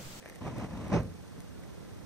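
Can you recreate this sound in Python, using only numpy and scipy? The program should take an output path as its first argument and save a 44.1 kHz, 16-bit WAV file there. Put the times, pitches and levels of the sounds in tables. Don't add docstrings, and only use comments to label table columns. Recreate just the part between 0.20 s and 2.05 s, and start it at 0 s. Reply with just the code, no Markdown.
import sys
import numpy as np
from scipy import signal
from scipy.fft import rfft, irfft
from scipy.io import wavfile
from scipy.ndimage import uniform_filter1d

SR = 44100
rng = np.random.default_rng(int(sys.argv[2]) if len(sys.argv) > 2 else 0)


def store_pcm(level_fs):
    pcm = np.round(np.clip(level_fs, -1, 1) * 32767).astype(np.int16)
    wavfile.write(sys.argv[1], SR, np.atleast_2d(pcm).T)


N = 81585
TIME, FREQS = np.arange(N) / SR, np.maximum(np.fft.rfftfreq(N, 1 / SR), 1)


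def from_db(db):
    return 10 ** (np.asarray(db) / 20)


def in_time(rows):
    time_s, *columns = np.transpose(rows)
    return [np.interp(TIME, time_s, column) for column in columns]


def at_hz(points, hz):
    freq_hz, value = np.transpose(points)
    return np.interp(np.log(hz), np.log(freq_hz), value)


def pan(db):
    return from_db(np.array([[.5], [-.5]]) * db)


def decay(age, t60):
    return from_db(-60 * age / t60)


def drift(rate_hz):
    slow = irfft(rfft(rng.standard_normal(N)) / (1 + (FREQS / rate_hz) ** 2), N)
    return slow / slow.std()


def turbulence(spectrum_db, likeness, level_db, flutter_db, flutter_hz, flicker_db):
    alike = np.clip(at_hz(likeness, FREQS), -.99, .99)
    mid, side = rfft(rng.standard_normal((2, N))) * from_db(spectrum_db) * np.sqrt(SR) / 2
    pair = np.sqrt(1 + alike) * mid + np.sqrt(1 - alike) * side * [[1], [-1]]
    centres_hz = 80 * 2. 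** np.arange(8)
    out, flutter = 0, drift(flutter_hz)
    for hz, share in zip(centres_hz, np.eye(len(centres_hz))):
        band = irfft(pair * np.interp(np.log(FREQS), np.log(centres_hz), share), N)
        power = np.mean(band ** 2)
        band *= from_db(flutter_db * flutter * hz / (hz + 200) + flicker_db * drift(32))
        local_power = uniform_filter1d(np.mean(band ** 2, axis=0), size=1800)
        even = np.sqrt(power / (local_power + 1e-20))
        out = out + band * even * from_db(level_db(hz))
    return out


# centre_hz, width_hz, lift_db
BOX_MODES = [(86, 11, 1), (176.4, 21.5, 10), (269, 11, 6), (310, 13, 7), (560, 25, 3), (1036, 16, 9.5),
             (1185, 21, 3.5)]

def box_lift_db():
    return sum(db / (1 + (2 * (FREQS - hz) / width) ** 2) for hz, width, db in BOX_MODES)


# freq_hz, density_db
FIRE_COLOUR = [(60, -67.5), (110, -71), (200, -73), (420, -79), (620, -85.5), (1000, -92.5), (2000, -101.5),
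               (5000, -112)]
# time_s, level_db
FIRE_LEVEL = [(0, -9), (.06, -10.5), (.19, -1), (.3, -5), (.9, -0.5), (1.08, -2), (1.16, 0.5), (1.3, -1),
              (1.38, 0.5), (1.6, 0.5), (1.85, 0)]
# freq_hz, correlation
FIRE_STEREO = [(60, -0.88), (160, -0.44), (300, -0.71), (700, -0.067), (1450, 1), (2100, 0.38), (2800, 0.9),
               (3700, -0.087), (6200, 0.49), (6700, 0.06), (7100, 1), (7600, 1), (8000, 0.31), (8700, 0.42),
               (9500, 0.22), (15000, 0.97)]

def small_fire():
    db, = in_time(FIRE_LEVEL)
    colour_db = at_hz(FIRE_COLOUR, FREQS) + 0.36 * box_lift_db()
    return pan(db=-3.5) * turbulence(colour_db, FIRE_STEREO, lambda hz: db,
                                     flutter_db=-0.5, flutter_hz=55, flicker_db=3.0)


# freq_hz, density_db
HISS_COLOUR = [(60, -78), (200, -90), (500, -89), (1300, -94.5), (3000, -99), (5000, -101), (7500, -101),
               (10000, -107), (15000, -114)]

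def hiss():
    return turbulence(at_hz(HISS_COLOUR, FREQS), FIRE_STEREO, lambda hz: 0,
                      flutter_db=-0.5, flutter_hz=200, flicker_db=1.5)


# freq_hz, density_db
IGNITER_COLOUR = [(150, -90), (350, -77.5), (580, -77.5), (900, -87), (1400, -93), (2100, -80.5),
                  (3000, -107), (6000, -100), (9000, -102), (15000, -113)]
# time_s, level_db
IGNITER_LEVEL = [(0, -20), (.035, -11), (.07, -1.5), (.11, -4), (.17, -8.5), (.21, -19), (.3, -44)]
# freq_hz, correlation
FLAME_STEREO = [(60, 0.28), (220, 1), (380, .25), (620, 0.92), (1400, 1), (2100, 0.67), (2800, 0.77),
                (7300, 1), (12000, 0.43)]

def igniter():
    db, = in_time(IGNITER_LEVEL)
    return turbulence(at_hz(IGNITER_COLOUR, FREQS), FLAME_STEREO, lambda hz: db,
                      flutter_db=4.5, flutter_hz=180, flicker_db=5)


# start_s, snap_db, knock_db
SPARK_EVENTS = [(.027, -54, -42.5), (.038, -66, -48), (.0535, -45, -51), (.0593, -41.5, -34),
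                (.066, -55, -45), (.077, -55, -47), (.088, -40, -44), (0.098, -33, -44.5), (.150, -39, -51),
                (.1585, -37, -43.5), (.383, -35.5, -52), (.576, -45, -67), (.681, -37, -51),
                (.807, -40, -60), (.832, -39.5, -63), (.940, -48, -70), (1.2041, -34.5, -47),
                (1.218, -44, -64), (1.437, -55, -46)]
# pitch_hz, level_db, t60_s
KNOCK_MODES = [(573, -5.5, 0.021), (1000, -11, 0.0047), (1800, -15.5, 0.0043), (1950, -3.5, 0.011),
               (2196, -6, 0.0082)]

def sparks():
    snaps, knocks = np.zeros(N), np.zeros(N)
    for start_s, snap_db, knock_db in SPARK_EVENTS:
        age = np.maximum(TIME - start_s, 0)
        snaps += from_db(snap_db) * (age > 0) * decay(age, t60=.012) * rng.standard_normal(N) / 2
        for hz, db, t60 in KNOCK_MODES:
            detune = rng.normal(1, 0.052)
            knocks += from_db(knock_db + db) * decay(age, t60) * np.sin(2 * np.pi * hz * detune * age)
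    treble = signal.butter(1, [4700, 11000], "band", fs=SR, output="sos")
    return pan(db=3) * (knocks + signal.sosfilt(treble, snaps))


# freq_hz, density_db
COLUMN_COLOUR = [(40, -67), (60, -65), (120, -63.5), (250, -66.5), (390, -75.5), (600, -75), (780, -79.5),
                 (1000, -78.5), (1500, -89.5), (2200, -88.5), (3200, -96), (5000, -103), (6800, -100),
                 (10000, -112), (15000, -120)]
# time_s, rumble_db, rush_db
COLUMN_SURGES = [(.202, -25, -33), (.211, 7, 0), (.222, -7, -0.5), (.24, 0, 1), (.275, 3.5, 7),
                 (.315, -1, -2), (.354, 0, -1), (.386, 1.5, 5), (.45, 1, 3.5), (.478, -9, -6.5),
                 (.52, 2, -1), (.64, 0.5, 0.5), (.70, 3.5, 2), (.78, -1, -6), (.9, -36, -30)]

def flame_column(rumble_below_hz=215, rush_above_hz=545):
    rumble, rush = in_time(COLUMN_SURGES)
    def level_db(hz):
        return rumble + (rush - rumble) * at_hz([(rumble_below_hz, 0), (rush_above_hz, 1)], hz)
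    colour_db = at_hz(COLUMN_COLOUR, FREQS) + 0.12 * box_lift_db()
    return turbulence(colour_db, FLAME_STEREO, level_db, flutter_db=1.5, flutter_hz=80, flicker_db=1.6)


# peak_s, level_db, cutoff_hz
GAS_POCKETS = [(0.222, -43, 705), (0.27, -35, 1200), (0.382, -36.5, 404), (0.445, -36, 900),
               (1.185, -44, 160)]

def puffs(half_width_s=0.0077, low_cut_hz=142):
    out = np.zeros(N)
    for peak_s, db, cutoff_hz in GAS_POCKETS:
        swell = np.exp(-((TIME - peak_s) / half_width_s) ** 2)
        band_loss = np.sqrt((1 + (FREQS / cutoff_hz) ** 4) * (1 + (low_cut_hz / FREQS) ** 8))
        colour = from_db(at_hz(COLUMN_COLOUR, FREQS)) / band_loss
        thump = swell * irfft(rfft(rng.standard_normal(N)) * colour, N)
        out += from_db(db) * thump * np.sqrt(np.sum(swell ** 2) / np.sum(thump ** 2))
    return out


# freq_hz, density_db
FIREBALL_COLOUR = [(40, -55), (72, -43), (120, -49.5), (170, -48), (260, -54.5), (360, -55), (530, -53),
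                   (780, -62.5), (1100, -64.5), (1650, -73), (2400, -72), (3300, -82.5), (4600, -85),
                   (6200, -82.5), (8200, -94.5), (10500, -108), (15000, -118)]
# freq_hz, t60_s
FIREBALL_TAIL = [(70, 0.51), (180, 0.59), (350, .42), (700, 0.24), (2000, 0.27), (7000, 0.17)]
# freq_hz, correlation
FIREBALL_STEREO = [(60, .75), (220, 0.97), (350, 0.64), (620, 0.95), (1400, 1), (2100, 1), (3000, 0.75),
                   (10000, 1)]

def fireball(peak_s=.730, burn_s=0.057, swell_db_per_s=1000, sag_db_per_s=118):
    def level_db(hz):
        bass_lag_s = 0.0042 / (1 + (hz / 230) ** 2)
        age = TIME - peak_s - bass_lag_s
        spent_s = np.maximum(age - burn_s, 0)
        burn_db = swell_db_per_s * np.minimum(age, 0) - sag_db_per_s * np.clip(age, 0, burn_s)
        drop_db = -4.5 * np.minimum(spent_s / 0.025, 1)
        tail_db = -60 * spent_s / at_hz(FIREBALL_TAIL, hz)
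        return burn_db + drop_db + tail_db
    colour_db = at_hz(FIREBALL_COLOUR, FREQS) + box_lift_db()
    return pan(db=-1.0) * turbulence(colour_db, FIREBALL_STEREO, level_db,
                                     flutter_db=1.0, flutter_hz=110, flicker_db=1.75)


def scene():
    return igniter() + sparks() + flame_column() + puffs() + fireball() + small_fire() + hiss()


# freq_hz, left_lead_rad
CHANNEL_PHASE = [(1000, 0), (1950, -0.6), (2150, 2), (3550, 2), (3800, -0.8), (4950, -2.1), (5200, 1.1),
                 (6300, 0), (7050, -3.5), (7650, -2.5), (8400, -6.2), (9300, -8), (10000, -10),
                 (11200, -11), (12200, -19), (13100, -15.5), (13800, -18), (14500, -21.9), (15500, -22.5)]
# freq_hz, left_minus_right_db
MIC_BALANCE = [(200, 0.5), (340, 1), (560, -0.5), (800, -1), (1500, 0), (2050, -4), (2600, 0), (4400, 0.5),
               (5000, -0.5), (5800, 0)]

def record(dry):
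    balance = pan(at_hz(MIC_BALANCE, FREQS))
    balance /= np.sqrt(np.mean(balance ** 2, axis=0))
    right_lag = np.exp(1j * at_hz(CHANNEL_PHASE, FREQS) * np.array([[0], [-1]]))
    heard = irfft(rfft(dry) * balance * right_lag, N)
    low_cut = signal.butter(6, 47.2, "high", fs=SR, output="sos")
    high_cut = signal.ellip(10, .1, 80, 15450, fs=SR, output="sos")
    return signal.sosfilt(high_cut, signal.sosfilt(low_cut, heard))


dry = scene()
out = record(dry)
store_pcm(out)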